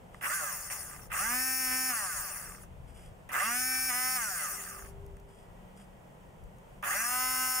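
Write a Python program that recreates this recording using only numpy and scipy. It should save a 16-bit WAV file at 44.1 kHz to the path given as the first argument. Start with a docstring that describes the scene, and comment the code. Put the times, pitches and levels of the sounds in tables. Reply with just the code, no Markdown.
"""Two small three-pole motors, joined shaft to shaft on a cardboard tray, whine up, hold and coast in hand-fed spells.
Orders of the shaft speed and brush noise, which swells once a turn, excite the modes of tray and steel cans.
The wire ticks on a terminal as short noise bursts, and fingers rustle as grainy noise in strokes.
A quiet room adds its reverberation, low lumpy rumble, air noise and three far tones made by unsteady oscillators."""
import sys
import numpy as np
from scipy import signal
from scipy.fft import rfft, irfft, next_fast_len
from scipy.io import wavfile
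from scipy.ndimage import uniform_filter1d, map_coordinates

SR = 44100
rng = np.random.default_rng(int(sys.argv[2]) if len(sys.argv) > 2 else 0)


def inscribe(sig):
    """Save sig as 16-bit PCM at rate SR to the path in sys.argv[1].

    A 1-D sig is mono; a 2-D sig holds one channel per row.
    Samples are clipped to [-1, 1] before scaling.
    """
    pcm = np.round(np.clip(np.atleast_2d(sig).T, -1, 1) * 32767)
    wavfile.write(sys.argv[1], SR, pcm.astype(np.int16))


def gain_from_db(level_db):
    """Convert decibel levels to linear amplitude factors (20 dB per decade)."""
    decades = np.asarray(level_db, float) / 20
    return 10 ** decades


N = 335142
T = np.arange(N) / SR  # t/s
# Source levels and spectra are relative: later gains shift them.

# wire feeding the motors; touching rows are one contact changing grip: [on t/s, off t/s, goal speed f/Hz, tray level/dB]
CONTACTS = [(.209, 0.222, 210.7, -5), (0.22, 0.273, 210.5, 2), (.275, 0.298, 211, -7.5),
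            (0.296, .345, 211.7, -2.5), (.345, .367, 174.7, -4.5), (0.704, 0.736, 175, -6),
            (1.1, 1.113, 29.89, -4), (1.113, 1.431, 262.5, -0.5), (1.43, 1.6, 259.7, -3),
            (1.6, 1.71, 254, -2), (1.71, 1.765, 261, 0.5), (1.765, 1.891, 258, -1), (3.29, 3.317, 40, -5.5),
            (3.316, 3.76, 258.8, 0), (3.763, 3.886, 259.1, -1.5), (3.921, 4.155, 257.9, 0),
            (6.826, 6.899, 217.2, 0), (6.901, 7.542, 256.3, 2), (7.543, 7.7, 254.5, 1)]
FULL_SPEED_HZ = 257
SPIN_UP_S = 0.078  # time constant under current
FRICTION_HZ_PER_S, DRAG_PER_S = 221, 0.9  # coasting: steady brush friction, drag that grows with speed
GRIP_S, JOLT_DB, JOLT_S = 0.01, 0.5, 0.082  # smoothing of a contact change; jolt of the tray when current stops
FLUTTER_DB = 1.34  # the loose motors rock on the tray
# loudness with current on: [shaft speed f/Hz, tray level/dB, can level/dB, basic hiss-to-whine level/dB]
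DRIVEN = [(0, -40.5, -63, 9), (50, -38, -41.5, 2), (116, -33, -37, 0.5), (168, -33, -34, -0.5),
          (221, -33.5, -33.5, -3), (257.4, -36, -31.5, -1)]
# loudness with current off: [shaft speed f/Hz, tray level/dB, can level/dB, basic hiss-to-whine level/dB]
COASTING = [(0, -82, -89, -6), (12.19, -62.5, -60, -5), (40, -54.5, -52.5, -13.5), (83.5, -50.5, -43.5, -6),
            (133.75, -42, -38, -5), (192, -39, -36, -1.5), (257.5, -33.5, -32, -2.5)]
SMOOTH_RIDE_DB, SMOOTH_WITHIN = -6, 0.07  # brushes hush near full speed, within this share of it
# push of the rotors while the speed glides: [multiple of shaft speed, level/dB]
FORCING = [(1, 10.5), (2, 4), (3, 6.5), (4, 6), (5, 4), (6, 4), (7, 5), (8, 3.5), (9, 6), (10, 3),
           (11, -0.5), (12, 1.5), (13, 0), (14, -0.5), (15, -0.5), (16, -8), (17, -4), (18, -1), (19, -4.5),
           (20, -5), (21, 2.5), (22, -16), (23, -2), (24, 2), (25, -2.5), (26, -1.5), (27, 2), (28, -1.5),
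           (29, 2), (30, -17)]
# low orders at full speed, one list for each seat of the motors on the tray: [multiple, level/dB]
SEATS = [
    [(1, -5), (2, -15), (3, -3), (4, -8), (5, -1), (6, 0), (7, 0), (8, -5), (9, -2), (10, -4), (11, -13),
     (12, -16)],
    [(1, -10), (2, -21), (3, -5), (4, -21), (5, -7), (6, 0), (7, -2), (8, -11), (9, -1), (10, -6),
     (11, -19), (12, -18)],
    [(1, -14), (2, -19), (3, -3), (4, -7), (5, -2), (6, -1), (7, 0), (8, -1), (9, -3), (10, -5), (11, -14),
     (12, -15)],
    [(1, -15), (2, -18), (3, -5), (4, -4), (5, 0), (6, 0), (7, -15), (8, -5), (9, -10), (10, -12),
     (11, -11), (12, -19)],
]
# higher orders at full speed: [multiple, level/dB]
HELD = [(13, -26), (14, -26), (15, -27), (16, -30), (17, -27), (18, -14), (19, -25), (20, -16), (21, 0),
        (22, -10), (23, -22), (24, -13), (25, -10), (26, -8), (27, -13), (28, -16), (29, -23), (30, -13),
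        (31, -21), (32, -14), (33, -15), (34, -15), (35, -12), (36, -5), (37, -4), (38, -6), (39, -4),
        (40, -7), (41, -16), (42, -19), (43, -19), (44, -16), (45, -5), (46, -11), (47, -16), (48, -18),
        (49, -21), (50, -21), (51, -17), (52, -22), (53, -14), (54, -16), (55, -10), (56, -5), (57, -5),
        (58, -5), (59, -10), (60, -10), (61, -16)]
# times at which the motors take a new seat: [t/s]
SHIFTS_S = [3, 3.9, 6]
RESONANCE_GAIN = 1.31  # stretch, in dB, of the body response felt by a gliding order
# cardboard resonances: [f/Hz, width f/Hz, level/dB]
TRAY = [(236, 214, -18.5), (594.5, 30, -6), (750, 41, -3.5), (949, 198, -8), (1201, 122, 1),
        (1543, 215, -1.5), (1779, 151, -1), (2032, 112, -1.5), (2314, 377, -9), (2684, 335, -7)]
# steel can resonances: [f/Hz, width f/Hz, level/dB]
CAN = [(4594, 144, -6.5), (5580, 476, -2.5), (6630, 106, 4), (6860, 250, -2), (8740, 610, 1),
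       (9600, 310, 4), (9980, 490, 4), (11670, 290, -4.5), (12200, 500, -5.5), (13060, 640, -6),
       (14580, 610, 0)]
# colour of the motor sound between tray and can resonances: [f/Hz, level/dB]
BETWEEN_BODIES = [(2900, 6), (3400, 3.5), (3900, -2.5), (4400, -3), (5000, -1)]
# brush noise: [f/Hz, left-right correlation]
BRUSH_ALIKE = [(500, 0.3), (1500, 0.53), (3000, 0.073), (6000, 0.14), (9000, 0.74), (11500, 0.19),
               (14500, 0.77)]
# motor sound, left over right: [f/Hz, level/dB]
LEFT_DB = [(250, 2), (700, 3), (1030, -1), (1500, -6), (2400, -2), (4000, 0), (5300, 3), (8000, -1),
           (9300, 8), (10700, 5), (11600, 9), (12800, 1), (15500, 0)]
# motor sound, phase lead of the left: [f/Hz, phase/rad]
LEAD = [(300, .1), (700, .6), (1400, .8), (1750, 1.7), (2100, -1.3), (2700, 0), (3300, 2.2), (4300, 2.2),
        (4800, -1.3), (5300, -.7), (7000, -.5), (9000, 0), (11000, .6), (11700, 2.3), (12500, .6),
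        (14000, 0)]
# wire contacts: [t/s, can blow level/dB, tray blow above it, before a common boost, level/dB]
TICKS = [(0.1442, -50.5, 16), (0.211, -45, 13), (0.2194, -49, 11), (0.6999, -36, 7), (1.1154, -37, -20),
         (3.2908, -38.5, 8), (3.3167, -35, 8), (5.0635, -47, -16), (5.168, -51, -3), (5.1993, -51, -3),
         (5.4248, -66, -9), (6.4388, -52, -13), (6.5844, -56, -19), (6.8259, -37, 1)]
# finger strokes: [t/s, hold t/s, level/dB]
RUSTLE = [(0.142, 0.056, -70), (2.885, .03, -70), (2.958, 0.11, -65.5), (5.29, 0.14, -72.5),
          (5.774, 0.044, -65.5)]
# colour of the rustle: [f/Hz, level per Hz/dB]
SKIN = [(710, -36), (1200, 1), (2130, -2), (3310, -2.5), (4150, -41), (4820, -3), (6120, -12), (8640, -1.5),
        (14700, -20), (15800, -29)]
STROKE_IN_S, STROKE_OUT_DB_PER_S = 0.018, 300
# reverberation: [f/Hz, time to fall 60 dB t/s]
ROOM = [(300, 0.031), (3000, 0.36), (12000, 0.033)]
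# colour of the rumble: [f/Hz, level per Hz/dB]
LOW = [(12, -34), (20, -5.5), (43, 3), (57, -3), (75, -2.5), (133, -8.5), (170, -11), (220, -48),
       (370, -120)]
RUMBLE_DB, RUMBLE_LUMPS_DB = -58.5, 1
# swells of the rumble: [t/s, half width to 1/e t/s, level/dB]
SWELLS = [(.57, 0.049, -62), (1.18, 0.13, -55), (1.71, .04, -58), (2.01, 0.038, -61), (2.18, 0.027, -47.5),
          (2.47, 0.049, -53), (2.8, 0.22, -56.5), (3.09, 0.039, -52.5), (3.3, 0.054, -57),
          (3.83, 0.052, -59), (4.85, .05, -55), (5.05, .15, -51.5), (6.45, .04, -50.5)]
# colour of the air noise: [f/Hz, level per Hz/dB]
AIR = [(71, -31), (120, 0), (188, -1), (301, -10), (480, -4), (950, -8), (1150, -14.5), (2300, -21),
       (3200, -23.5), (4000, -34), (5500, -33), (8500, -31), (12000, -38), (14700, -34), (16000, -42)]
AIR_DB = -55.5
# rumble and air: [f/Hz, left-right correlation]
AIR_ALIKE = [(60, 0.65), (130, 1), (290, 0.37), (640, 0.19), (1410, -0.22), (3100, -0.068), (6820, 0.65),
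             (15000, 1)]
# a far tone: [t/s, f/Hz, level/dB]
DRONE = [(4.5, 390.5, -67), (4.99, 395.8, -56.5), (5.23, 398, -61), (5.45, 399, -69)]
# a wavering hum: [t/s, f/Hz, level/dB]
HUM = [(0, 181.4, -62.5), (1.4, 186, -68.5), (4.0, 184.6, -70), (4.49, 183.5, -60.5), (4.97, 179.7, -73),
       (5.7, 183.9, -61), (5.95, 187.4, -56), (6.05, 187.3, -67), (7.6, 182.6, -67.5)]
# a faint sinking tone: [t/s, f/Hz, level/dB]
WHISTLE = [(4.9, 1975, -83), (5.8, 1918, -78.5), (6.8, 1896, -85)]
# microphone band limit: [f/Hz, level/dB]
MIC = [(15700, 0.5), (15950, -25), (16500, -70)]


def motors(slow_db=24):
    """Superposition: whine and brush noise share a radiated level set by shaft speed and current."""
    speed, fed, grip_db = shaft()

    def law(rows):
        hz, *columns = np.transpose(rows)
        return np.array([np.interp(speed, hz, column) for column in columns])

    tray_db, can_db, hiss_db = fed * law(DRIVEN) + (1 - fed) * law(COASTING)
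    tray_db = tray_db + grip_db + FLUTTER_DB * wobble(14)
    angle = 2 * np.pi * np.cumsum(speed) / SR
    lack = 1 - np.clip(speed / FULL_SPEED_HZ, 0, 1)  # share of full speed missing
    hiss_db = hiss_db + SMOOTH_RIDE_DB * np.clip(1 - lack / SMOOTH_WITHIN, 0, 1)
    # slow shafts leave the cans to the brushes
    tray_hiss_db = hiss_db - 4.0 + 17 * lack ** 2
    can_hiss_db = hiss_db + 1.5 + slow_db * lack + 90 * lack ** 4
    hiss = gain_from_db([tray_hiss_db, can_hiss_db])[:, None]
    tray, can = (whine(speed, angle) + hiss * brushes(angle, lack)) / np.sqrt(1 + hiss ** 2)
    return (speed > 0) * (gain_from_db(tray_db) * tray + gain_from_db(can_db) * can)


def shaft():
    """Rotor dynamics: speed nears its goal exponentially under current, then friction and drag run it down."""
    drag_limit_hz = FRICTION_HZ_PER_S / DRAG_PER_S
    speed, fed, grip_db = np.zeros((3, N))
    for on, off, goal_hz, db in CONTACTS:
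        a, b = round(on * SR), min(round(off * SR), N - 1)
        speed[a:b] = goal_hz + (speed[a] - goal_hz) * np.exp(-(T[a:b] - on) / SPIN_UP_S)
        since = T[b:] - T[b]
        coast = (speed[b - 1] + drag_limit_hz) * np.exp(-DRAG_PER_S * since) - drag_limit_hz
        speed[b:] = np.maximum(coast, 0)
        fed[a:b], fed[b:] = 1, 0
        grip_db[a:b], grip_db[b:] = db, JOLT_DB * np.exp(-since / JOLT_S)
    change = int(GRIP_S * SR)
    return speed, uniform_filter1d(fed, change), uniform_filter1d(grip_db, change)


def whine(speed, angle, drift_db=1.5, bead_db=3.5, pan_db=2, shake=0.005, high_db=-6, scatter=0.9):
    """Order excitation: gliding harmonics of the shaft cross the resonances; at full speed they hold a set pattern."""
    step = slice(0, N, 128)
    t, hz = T[step], speed[step]

    def body_db(f):
        response = np.abs(modes(TRAY)(f)) + gain_from_db(-10) * np.abs(modes(CAN)(f))
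        return 20 * np.log10(response + 1e-4) + along(BETWEEN_BODIES, f)

    seat = np.digitize(t, SHIFTS_S)
    orders_db = np.array([low + HELD for low in SEATS])[:, :, 1].T
    forcing_db = dict(FORCING)
    settled = np.clip((hz - 232) / 18, 0, 1)  # 0 gliding, 1 near full speed
    angle = angle + shake * wobble(40)  # the coupling twists: high orders blur most
    out = np.zeros((2, 2, N))  # body, channel, time
    for k, full_db in enumerate(orders_db, 1):
        glide_db = forcing_db.get(k, high_db) + RESONANCE_GAIN * body_db(k * hz) - 12
        glide_db = glide_db + bead_db * wobble(25, t)
        held_db = full_db[seat] + body_db(k * hz) - body_db(k * FULL_SPEED_HZ)
        db = settled * held_db + (1 - settled) * glide_db + drift_db * wobble(7, t)
        pan = pan_db * wobble(1.9, t)  # each order drifts slowly and randomly between left and right
        wave = np.sin(k * angle + scatter * rng.normal())  # phases partly aligned: one knock a turn
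        wave = wave * np.array([np.interp(T, t, gain_from_db(db + pan)), np.interp(T, t, gain_from_db(db - pan))])
        in_can = np.clip((k * speed - 3600) / 400, 0, 1)
        out[0] += (1 - in_can) * wave
        out[1] += in_can * wave
    power = uniform_filter1d((out ** 2).mean(axis=1), 2048, axis=1)
    return out / np.sqrt(np.abs(power[:, None]) + 1e-6)


def brushes(angle, lack, depth_db=-1.0, pole_db=5, spike_db=1, grit_db=3, knock_db=3.5):
    """Amplitude-modulated friction noise: one swell a turn; slow shafts add commutator gaps, grit and a tight spot."""
    turn = depth_db * (1 - lack) * np.cos(angle) + spike_db * wobble(900)
    gaps = pole_db * np.cos(3 * angle)
    tight_spot = knock_db * lack ** 3 * np.cos(angle)
    slow = lack * (gaps + grit_db * wobble(250) + tight_spot)
    gate = gain_from_db([turn + slow, turn + 0.088 * slow])  # tray, can
    gate = gate / np.sqrt(uniform_filter1d(gate ** 2, 4096, axis=1))
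    tray, can = gate[:, None] * patchy(rng.standard_normal((2, 2, N)), depth_db=3.0)

    def radiate(noise, body):
        resonance = modes(body)
        # scraping hardly moves the lowest modes
        scrape = lambda f: gain_from_db(along(BETWEEN_BODIES, f)) / (1 + (700 / (f + 1)) ** 2)
        return spread(noise, BRUSH_ALIKE, lambda f: resonance(f) * scrape(f))

    return np.array([radiate(tray, TRAY), radiate(can, CAN)])


def patchy(x, depth_db):
    """Non-stationary noise: random louder and softer patches in the time-frequency plane."""
    z = signal.stft(x, nperseg=256)[2]
    field = uniform_filter1d(rng.standard_normal(z.shape[-2:]), size=5, axis=0)
    field = uniform_filter1d(field, size=12, axis=1)
    return signal.istft(z * gain_from_db(depth_db * unit(field)), nperseg=256)[1][..., :N]


def modes(table):
    """Modal superposition: a body's causal response is a sum of damped resonances of alternating sign."""
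    def response(f):
        total = 0
        for k, (centre, width, db) in enumerate(table):
            damping = 1j * f * width
            total = total + (-1) ** k * gain_from_db(db) * damping / (centre * centre - f * f + damping)
        return total
    return response


def ticks():
    """Impact excitation: the wire touching a terminal drives can and tray with a few ms of decaying noise."""
    blows, t = np.zeros((2, N)), np.arange(400) / SR
    for s, db, tray_db in TICKS:
        crack = gain_from_db(-60 * t / 0.007) * rng.standard_normal((2, len(t)))
        blows[:, round(s * SR):][:, :len(t)] += gain_from_db([[db + tray_db + 10.0], [db]]) * crack
    return filtered(blows[0], modes(TRAY)) + filtered(blows[1], modes(CAN))


def fingers():
    """Sliding friction: skin and wire brush as grainy noise in strokes that swell, hold and fade."""
    stroke = np.zeros(N)
    for s, hold, db in RUSTLE:
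        swell = np.clip((T - s) / STROKE_IN_S + 1, 0, 1)
        stroke += swell * gain_from_db(db - STROKE_OUT_DB_PER_S * np.maximum(T - s - hold, 0))
    grains = gain_from_db(1.9 * wobble(300)) * rng.standard_normal(N)
    return stroke * unit(filtered(grains, lambda hz: gain_from_db(along(SKIN, hz))))


def room(x):
    """Reverberation: tray rim and walls answer with a diffuse tail whose decay time depends on frequency."""
    hz, t, z = signal.stft(rng.standard_normal((2, SR // 4)), SR, nperseg=256)
    tail = signal.istft(z * gain_from_db(-60 * t / along(ROOM, hz)[:, None]), SR, nperseg=256)[1]
    delayed = np.pad(x, (60, 0))[None]
    return signal.fftconvolve(delayed, tail / np.linalg.norm(tail[0]), axes=1)[:, :N]


def background():
    """Ambient field: lumpy rumble, stronger on the left, with smooth air noise and far tones."""
    swell = gain_from_db(RUMBLE_DB + RUMBLE_LUMPS_DB * wobble(8))
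    for s, width, db in SWELLS:
        swell = swell + gain_from_db(db) * np.exp(-((T - s) / width) ** 2)
    rumble = swell * gain_from_db([[3], [-0.8]]) * rush(LOW)
    air = gain_from_db(AIR_DB + 0.78 * wobble(3.4)) * rush(AIR)
    return rumble + air + tone(DRONE, 2.4, 0.73) + tone(HUM, 4.9, 1.23) + tone(WHISTLE, 2.5, 0.6)


def rush(spectrum):
    """Diffuse field: coloured stereo noise with a left-right correlation that depends on frequency."""
    return spread(rng.standard_normal((2, N)), AIR_ALIKE, lambda hz: gain_from_db(along(spectrum, hz)))


def tone(rows, waver_db, fuzz):
    """Phase integration: a far tone follows its frequency track, unsteady in level and phase (fuzz in rad)."""
    hz, db, on = curves(rows)
    phase = 2 * np.pi * np.cumsum(hz) / SR + fuzz * wobble(12)
    return on * np.sqrt(2) * gain_from_db(db + waver_db * wobble(11)) * np.sin(phase)


def curves(rows):
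    """Linear interpolation of each column over time, and a faded switch that is on inside the table."""
    s, *cols = np.transpose(rows)
    on = np.interp(T, [s[0] - 0.003, s[0], s[-1], s[-1] + 0.01], [0, 1, 1, 0])
    return [np.interp(T, s, c) for c in cols] + [on]


def spread(pair, alike, response):
    """Mid-side mixing: two independent noises give a stereo pair of rms 1 with given correlation and colour."""
    def mid_side(hz):
        turn = np.arccos(np.clip(along(alike, hz), -1, 1)) / 2
        return response(hz) * np.array([np.cos(turn), np.sin(turn)])
    mid, side = filtered(pair, mid_side)
    return unit(np.array([mid + side, mid - side]))


def filtered(x, response):
    """Linear filtering: the spectrum of x times a complex response of frequency."""
    m = next_fast_len(N + SR // 4)
    return irfft(rfft(x, m) * response(np.fft.rfftfreq(m, 1 / SR)), m)[..., :N]


def along(points, hz):
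    """Interpolation of (f/Hz, value) points on a logarithmic frequency axis."""
    f, v = np.transpose(points)
    return np.interp(np.log(hz + 1), np.log(f + 1), v)


def wobble(rate, t=T):
    """Random modulation: a smooth curve through normal random knots, rate of them a second."""
    return map_coordinates(rng.standard_normal(int(N / SR * rate) + 4), [t * rate])


def unit(x):
    """Normalisation to rms 1."""
    return x / np.sqrt(np.mean(x ** 2) + 1e-20)


def scene():
    """Direct and reverberant field: two microphones hear the tray from different sides, around an even centre."""
    near = motors() + ticks() + fingers()

    def sides(hz):
        half = gain_from_db(along(LEFT_DB, hz) / 2) * np.exp(0.5j * along(LEAD, hz))
        centre = np.abs(half + 1 / half) / 2
        return np.array([half, 1 / half]) / centre

    direct = filtered(near, sides)
    walls = gain_from_db(-17) * room(near.mean(axis=0))
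    return gain_from_db(2.5) * direct + walls + background()


def roll_off(x):
    """The treble ends steeply here."""
    return signal.sosfilt(signal.butter(12, 16680, fs=SR, output="sos"), x)


def record(dry):
    """Compression: after the band limit, a mild gain control ducks the room under the motors."""
    x = filtered(dry, lambda hz: gain_from_db(along(MIC, hz)))
    power = np.abs(uniform_filter1d((x ** 2).mean(axis=0), 4096))
    gain = (1 + power / gain_from_db(-44) ** 2) ** -0.13
    return roll_off(gain * x)


dry = scene()
out = record(dry)
inscribe(out)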